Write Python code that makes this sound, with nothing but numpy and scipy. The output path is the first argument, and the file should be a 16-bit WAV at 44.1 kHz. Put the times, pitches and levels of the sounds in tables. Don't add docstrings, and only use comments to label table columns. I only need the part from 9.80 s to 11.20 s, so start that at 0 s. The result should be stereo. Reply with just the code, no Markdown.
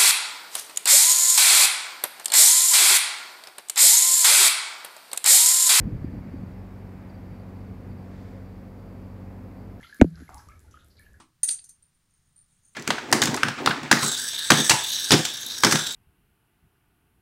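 import sys
import numpy as np
from scipy import signal
from scipy.fft import rfft, irfft
from scipy.io import wavfile

SR = 44100
rng = np.random.default_rng(int(sys.argv[2]) if len(sys.argv) > 2 else 0)


def int16_out(signal):
    q = np.round(np.clip(np.atleast_2d(signal).T, -1, 1) * 32767)
    wavfile.write(sys.argv[1], SR, q.astype(np.int16))


N = 61739

# time_s, level_db
RUMBLE_LOUDNESS = [(0, -47), (.14, -79), (.30, -62.5), (.39, -48), (.47, -55.5), (.55, -46), (.63, -57.5),
                   (.68, -48.5), (.74, -50), (.80, -58.5), (.87, -51), (.94, -54), (1.13, -61), (1.22, -56),
                   (1.31, -54.5), (1.4, -57.5)]
# frequency_hz, relative_db
RUMBLE_TONE = [(20, -14.5), (45, -8.5), (76, 2), (115, -9.5), (200, -18.5), (380, -25), (700, -31.5),
               (1500, -49.5)]
# frequency_hz, relative_db
HISS_TONE = [(30, -2.5), (150, -3), (400, -7), (900, -19), (1700, -22), (3000, -26), (7000, -26),
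             (12000, -32), (13300, -47), (16000, -49.5)]
# time_s, level_db
SPATTER_LOUDNESS = [(0, -53.5), (.05, -68), (.17, -64.5), (.28, -75.5), (.40, -62), (.47, -70.5),
                    (.57, -63), (.66, -70.5), (.78, -74), (.98, -70.5), (1.12, -81), (1.21, -72),
                    (1.4, -85)]
# frequency_hz, relative_db
SPATTER_TONE = [(500, -9.5), (1000, -5), (1600, 8), (2800, -3.5), (4500, -3.5), (7000, -3), (9200, -16),
                (11000, 4.5), (12200, -4.5), (13300, -19), (16000, -23.5)]
# start_s, pitch_hz, level_db
DROP_BUBBLES = [(.005, 1706, -40.5), (.029, 2073, -35), (.045, 1364, -38), (.096, 1547, -40),
                (.126, 1673, -30.5), (.149, 1574, -42), (.345, 1550, -47.5), (.375, 1430, -49),
                (0.401, 1470, -46.5), (.432, 1680, -45.5), (.479, 2100, -41.5), (.501, 735, -42.5),
                (.536, 1128, -40.5), (.550, 831, -40.5), (.566, 914, -39.5), (0.578, 990, -47.5),
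                (.591, 1300, -45.5), (.598, 1620, -43), (.620, 1123, -51), (.686, 1195, -40),
                (.705, 1288, -41.5), (.716, 1668, -46), (.720, 2280, -43.5), (.844, 860, -57),
                (.879, 1396, -53), (.941, 1249, -38.5), (.970, 1402, -42.5), (0.97, 1620, -49),
                (1.189, 2260, -44), (1.196, 1728, -42), (1.227, 1707, -49), (1.264, 1693, -42.5),
                (1.341, 1663, -43)]
# start_s, level_db, low_edge_hz, high_edge_hz
DROP_SPLASHES = [(.010, -45, 9200, 12490), (0.1451, -37.5, 7450, 15500), (.168, -41, 8500, 12500),
                 (0.304, -53, 7200, 12000), (.356, -49.5, 3920, 5610), (.4975, -47, 4000, 8380),
                 (0.5263, -56.5, 9600, 12630), (0.5442, -34.5, 7500, 14200), (0.546, -46.5, 4350, 9100),
                 (.579, -54, 5900, 11800), (0.58, -44, 4960, 6000), (0.6867, -44.5, 4980, 13280),
                 (0.7936, -45, 6930, 12630), (0.803, -48, 7500, 14940), (.911, -47, 5490, 11720),
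                 (1.0455, -40, 9470, 12850), (1.084, -46.5, 9150, 14150), (1.1942, -36, 9800, 12810),
                 (1.3331, -46, 9090, 13720)]
# start_s, pitch_hz, level_db, decay_s
DROPLET_SPRAYS = [(0.028, 3200, -43.5, 0.015), (0.034, 4370, -61.5, 0.15), (.028, 1900, -49, 0.014),
                  (.018, 1007, -42, 0.0054), (.565, 6870, -46, 0.007), (.579, 5500, -49.5, 0.018),
                  (.688, 2290, -58, 0.027), (.910, 6500, -52, .012), (0.923, 2940, -64, 0.044),
                  (.985, 3500, -61, .035), (1.10, 4685, -61.5, .04), (1.165, 4200, -55.5, .022),
                  (1.236, 2700, -66.5, .03), (.095, 1610, -59.5, .06), (0.356, 1394, -58.5, 0.053),
                  (.548, 923, -56, 0.042), (1.198, 1747, -64, 0.056), (1.34, 1657, -64, .05)]
# start_s, thump_db, start_pitch_hz, slide_s, rise_s, hold_s, decay_s, crack_db, ring_db
BLOWS = [(0.1962, -15.5, 330, 0.0056, 0.016, 0.013, 0.0015, -65.5, -37),
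         (0.2143, 1.5, 1060, .0018, 0.0022, 0.0095, 0.0029, -3.5, 3),
         (0.2440, -18, 560, 0.0028, 0.00081, 0.0074, .0022, -38.5, -35.5),
         (0.406, -43, 420, 0.0027, .002, 0.0062, 0.0042, -68, -36),
         (0.419, -37, 637, 0.0022, 0.0041, 0.0092, 0.003, -69, -49)]
# frequency_hz, relative_db
CRACK_TONE = [(400, -9), (800, -0.5), (1050, -8.5), (1550, 4.5), (2000, -3.5), (2550, -2.5), (3300, -14.5),
              (3900, -11), (4900, -30), (6100, -13), (7800, -17), (9000, -30), (11000, -19.5), (15000, -33)]
# pitch_hz, relative_db, fade_s (time to fall by 60 dB)
TUB_NOTES = [(72.36, -2.5, .065), (100.6, -4.5, 0.053), (161.4, -24.5, 0.38), (178.7, -27, 0.33),
             (573, -32, 0.045), (736, -35.5, 0.09)]
# frequency_hz, relative_db
PLOP_TONE = [(200, -6.5), (650, -2.5), (1250, -3), (2000, -24), (4000, -32.5)]

RIGHT_LAG_S = .000041


def from_db(db):
    return 10 ** (np.asarray(db) / 20)


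def unit_power(x):
    return x / np.sqrt(np.mean(x ** 2) + 1e-20)


def since(start_s):
    return np.maximum(np.arange(N) / SR - start_s, 0)


def loudness(points):
    return from_db(np.interp(since(0), *np.transpose(points)))


def filtered(x, edge_hz, kind, order=2):
    return signal.sosfilt(signal.butter(order, edge_hz, kind, fs=SR, output="sos"), x)


def colour(x, tone):
    hz, db = np.transpose(tone)
    size = 2 * N
    log_hz = np.log(np.fft.rfftfreq(size, 1 / SR) + 1)
    gain = unit_power(from_db(np.interp(log_hz, np.log(hz), db)))
    cepstrum = irfft(np.log(gain))
    cepstrum[1:N] *= 2
    cepstrum[N + 1:] = 0
    return irfft(rfft(x, size) * np.exp(rfft(cepstrum)))[..., :N]


def burst(start_s, decay_s):
    t = since(start_s)
    return rng.standard_normal(N) * (t > 0) * np.exp(-t / decay_s)


def impacts(per_s, spread_db=3):
    sizes = from_db(spread_db * np.minimum(rng.exponential(1, N), 4)) * rng.choice([-1, 1], N)
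    return sizes * (rng.random(N) < per_s / SR)


def ping(start_s, hz, db, decay_s, glide_per_s=0, rise_s=.002):
    t = since(start_s)
    envelope = (1 - np.exp(-t / rise_s)) * np.exp(-t / decay_s)
    return from_db(db) * envelope * np.sin(2 * np.pi * hz * t * (1 + glide_per_s * t / 2))


def place(x, pan_db, lag_s=RIGHT_LAG_S):
    delay = np.exp(-2j * np.pi * np.fft.rfftfreq(2 * N, 1 / SR) * lag_s)
    right = irfft(rfft(x, 2 * N) * delay)[:N]
    return np.array([x * from_db(pan_db), right * from_db(-pan_db)])


def widen(middle, side, width):
    return np.array([middle + width * side, middle - width * side])


def bathroom(x, echo_db, low_fade_s=.3, high_fade_s=.5, gap_s=.0069):
    t = since(0)
    low = widen(*filtered(rng.standard_normal((2, N)), 4000, "low"), width=.54)
    high = filtered(rng.standard_normal((2, N)), 4000, "high")
    tail = (low * from_db(-60 * t / low_fade_s) + high * from_db(-60 * t / high_fade_s)) * (t > gap_s)
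    echo = signal.fftconvolve(x, unit_power(tail) / np.sqrt(N), axes=1)[:, :N]
    return x + from_db(echo_db) * echo


def background():
    def noise(tone, width):
        return unit_power(widen(*colour(rng.standard_normal((2, N)), tone), width))
    rumble = loudness(RUMBLE_LOUDNESS) * noise(RUMBLE_TONE + [(6000, -82)], width=.25)
    hiss = from_db(-64) * noise(HISS_TONE, width=1)
    return rumble + hiss


def spatter():
    patter = unit_power(colour(impacts(per_s=760), SPATTER_TONE)) * loudness(SPATTER_LOUDNESS)
    return bathroom(place(patter, pan_db=-.28), echo_db=2.5)


def bubbles(decay_cycles=7.98):
    rings = sum(ping(start_s, hz, db, decay_cycles / hz, glide_per_s=1.2)
                for start_s, hz, db in DROP_BUBBLES)
    return bathroom(place(rings, pan_db=-2, lag_s=.0001), echo_db=-1.5)


def splashes():
    ticks = np.zeros(N)
    for start_s, db, low_hz, high_hz in DROP_SPLASHES:
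        tick = filtered(burst(start_s, decay_s=.0013) + 1e-18, [low_hz, high_hz], "band")
        boost = np.sqrt(SR / 2 / (high_hz - low_hz))
        ticks += from_db(db) * boost * tick
    return bathroom(place(ticks, pan_db=-.5), echo_db=-8.5)


def sprays(band_ratio=1.13, rise_s=.0088):
    fizz = np.zeros(N)
    for start_s, hz, db, decay_s in DROPLET_SPRAYS:
        t = since(start_s)
        droplets = filtered(impacts(per_s=3500), [hz / band_ratio, hz * band_ratio], "band")
        envelope = (1 - np.exp(-t / rise_s)) * np.exp(-t / decay_s)
        fizz += from_db(db) * envelope * unit_power(droplets)
    return bathroom(place(fizz, pan_db=-.3), echo_db=-3.5)


def thumps(end_hz=229.7, pan_fade_s=.009):
    waves = np.zeros((2, N))
    for start_s, db, start_hz, slide_s, rise_s, hold_s, decay_s, _, _ in BLOWS:
        t = since(start_s)
        cycles = end_hz * t + (start_hz - end_hz) * slide_s * (1 - np.exp(-t / slide_s))
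        envelope = (1 - np.exp(-t / rise_s)) * np.exp(-since(start_s + hold_s) / decay_s)
        pan_db = 6.5 * np.exp(-t / pan_fade_s)
        waves += place(from_db(db) * envelope * np.sin(2 * np.pi * cycles), pan_db, lag_s=.00024)
    return waves


def cracks(rise_s=.0005, decay_s=.0024):
    contacts = np.zeros(N)
    for start_s, *_, crack_db, _ in BLOWS:
        time_to_go = np.maximum(start_s - since(0), 0)
        swell = np.exp(-time_to_go / rise_s - since(start_s) / decay_s)
        contact = from_db(-23.5) * swell * rng.standard_normal(N)
        contact += from_db(-29.5) * burst(start_s, decay_s=.006)
        contact[int(start_s * SR)] += from_db(8)
        contacts += from_db(crack_db) * contact
    crack = colour(contacts, CRACK_TONE)
    dull = filtered(crack, 2300, "low", order=1)
    bright = crack - dull
    return place(dull, pan_db=6.5) + place(bright, pan_db=-.92)


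def tub_hum(delay_s=.0012):
    hum = np.zeros(N)
    for start_s, *_, ring_db in BLOWS:
        t = since(start_s + delay_s)
        for hz, note_db, fade_s in TUB_NOTES:
            envelope = (1 - np.exp(-2 * hz * t)) * from_db(-60 * t / fade_s)
            hum += from_db(ring_db + note_db) * envelope * np.sin(2 * np.pi * hz * t)
    return place(hum, pan_db=-1, lag_s=.0008)


def squeak():
    return place(ping(start_s=.2005, hz=2225, db=-33, decay_s=.0044), pan_db=-8.5, lag_s=0)


def plop():
    slap = colour(from_db(-36) * burst(start_s=.492, decay_s=.0019), PLOP_TONE)
    return bathroom(place(slap, pan_db=-2, lag_s=0), echo_db=2)


def scene():
    knocks = bathroom(thumps() + cracks() + tub_hum(), echo_db=-38)
    return background() + spatter() + bubbles() + splashes() + sprays() + knocks + squeak() + plop()


def record(dry, cutoff_hz=16900):
    clipped = np.clip(dry, -1, 1)
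    return signal.sosfilt(signal.cheby2(12, 70, cutoff_hz, fs=SR, output="sos"), clipped)


dry = scene()
out = record(dry)
int16_out(out)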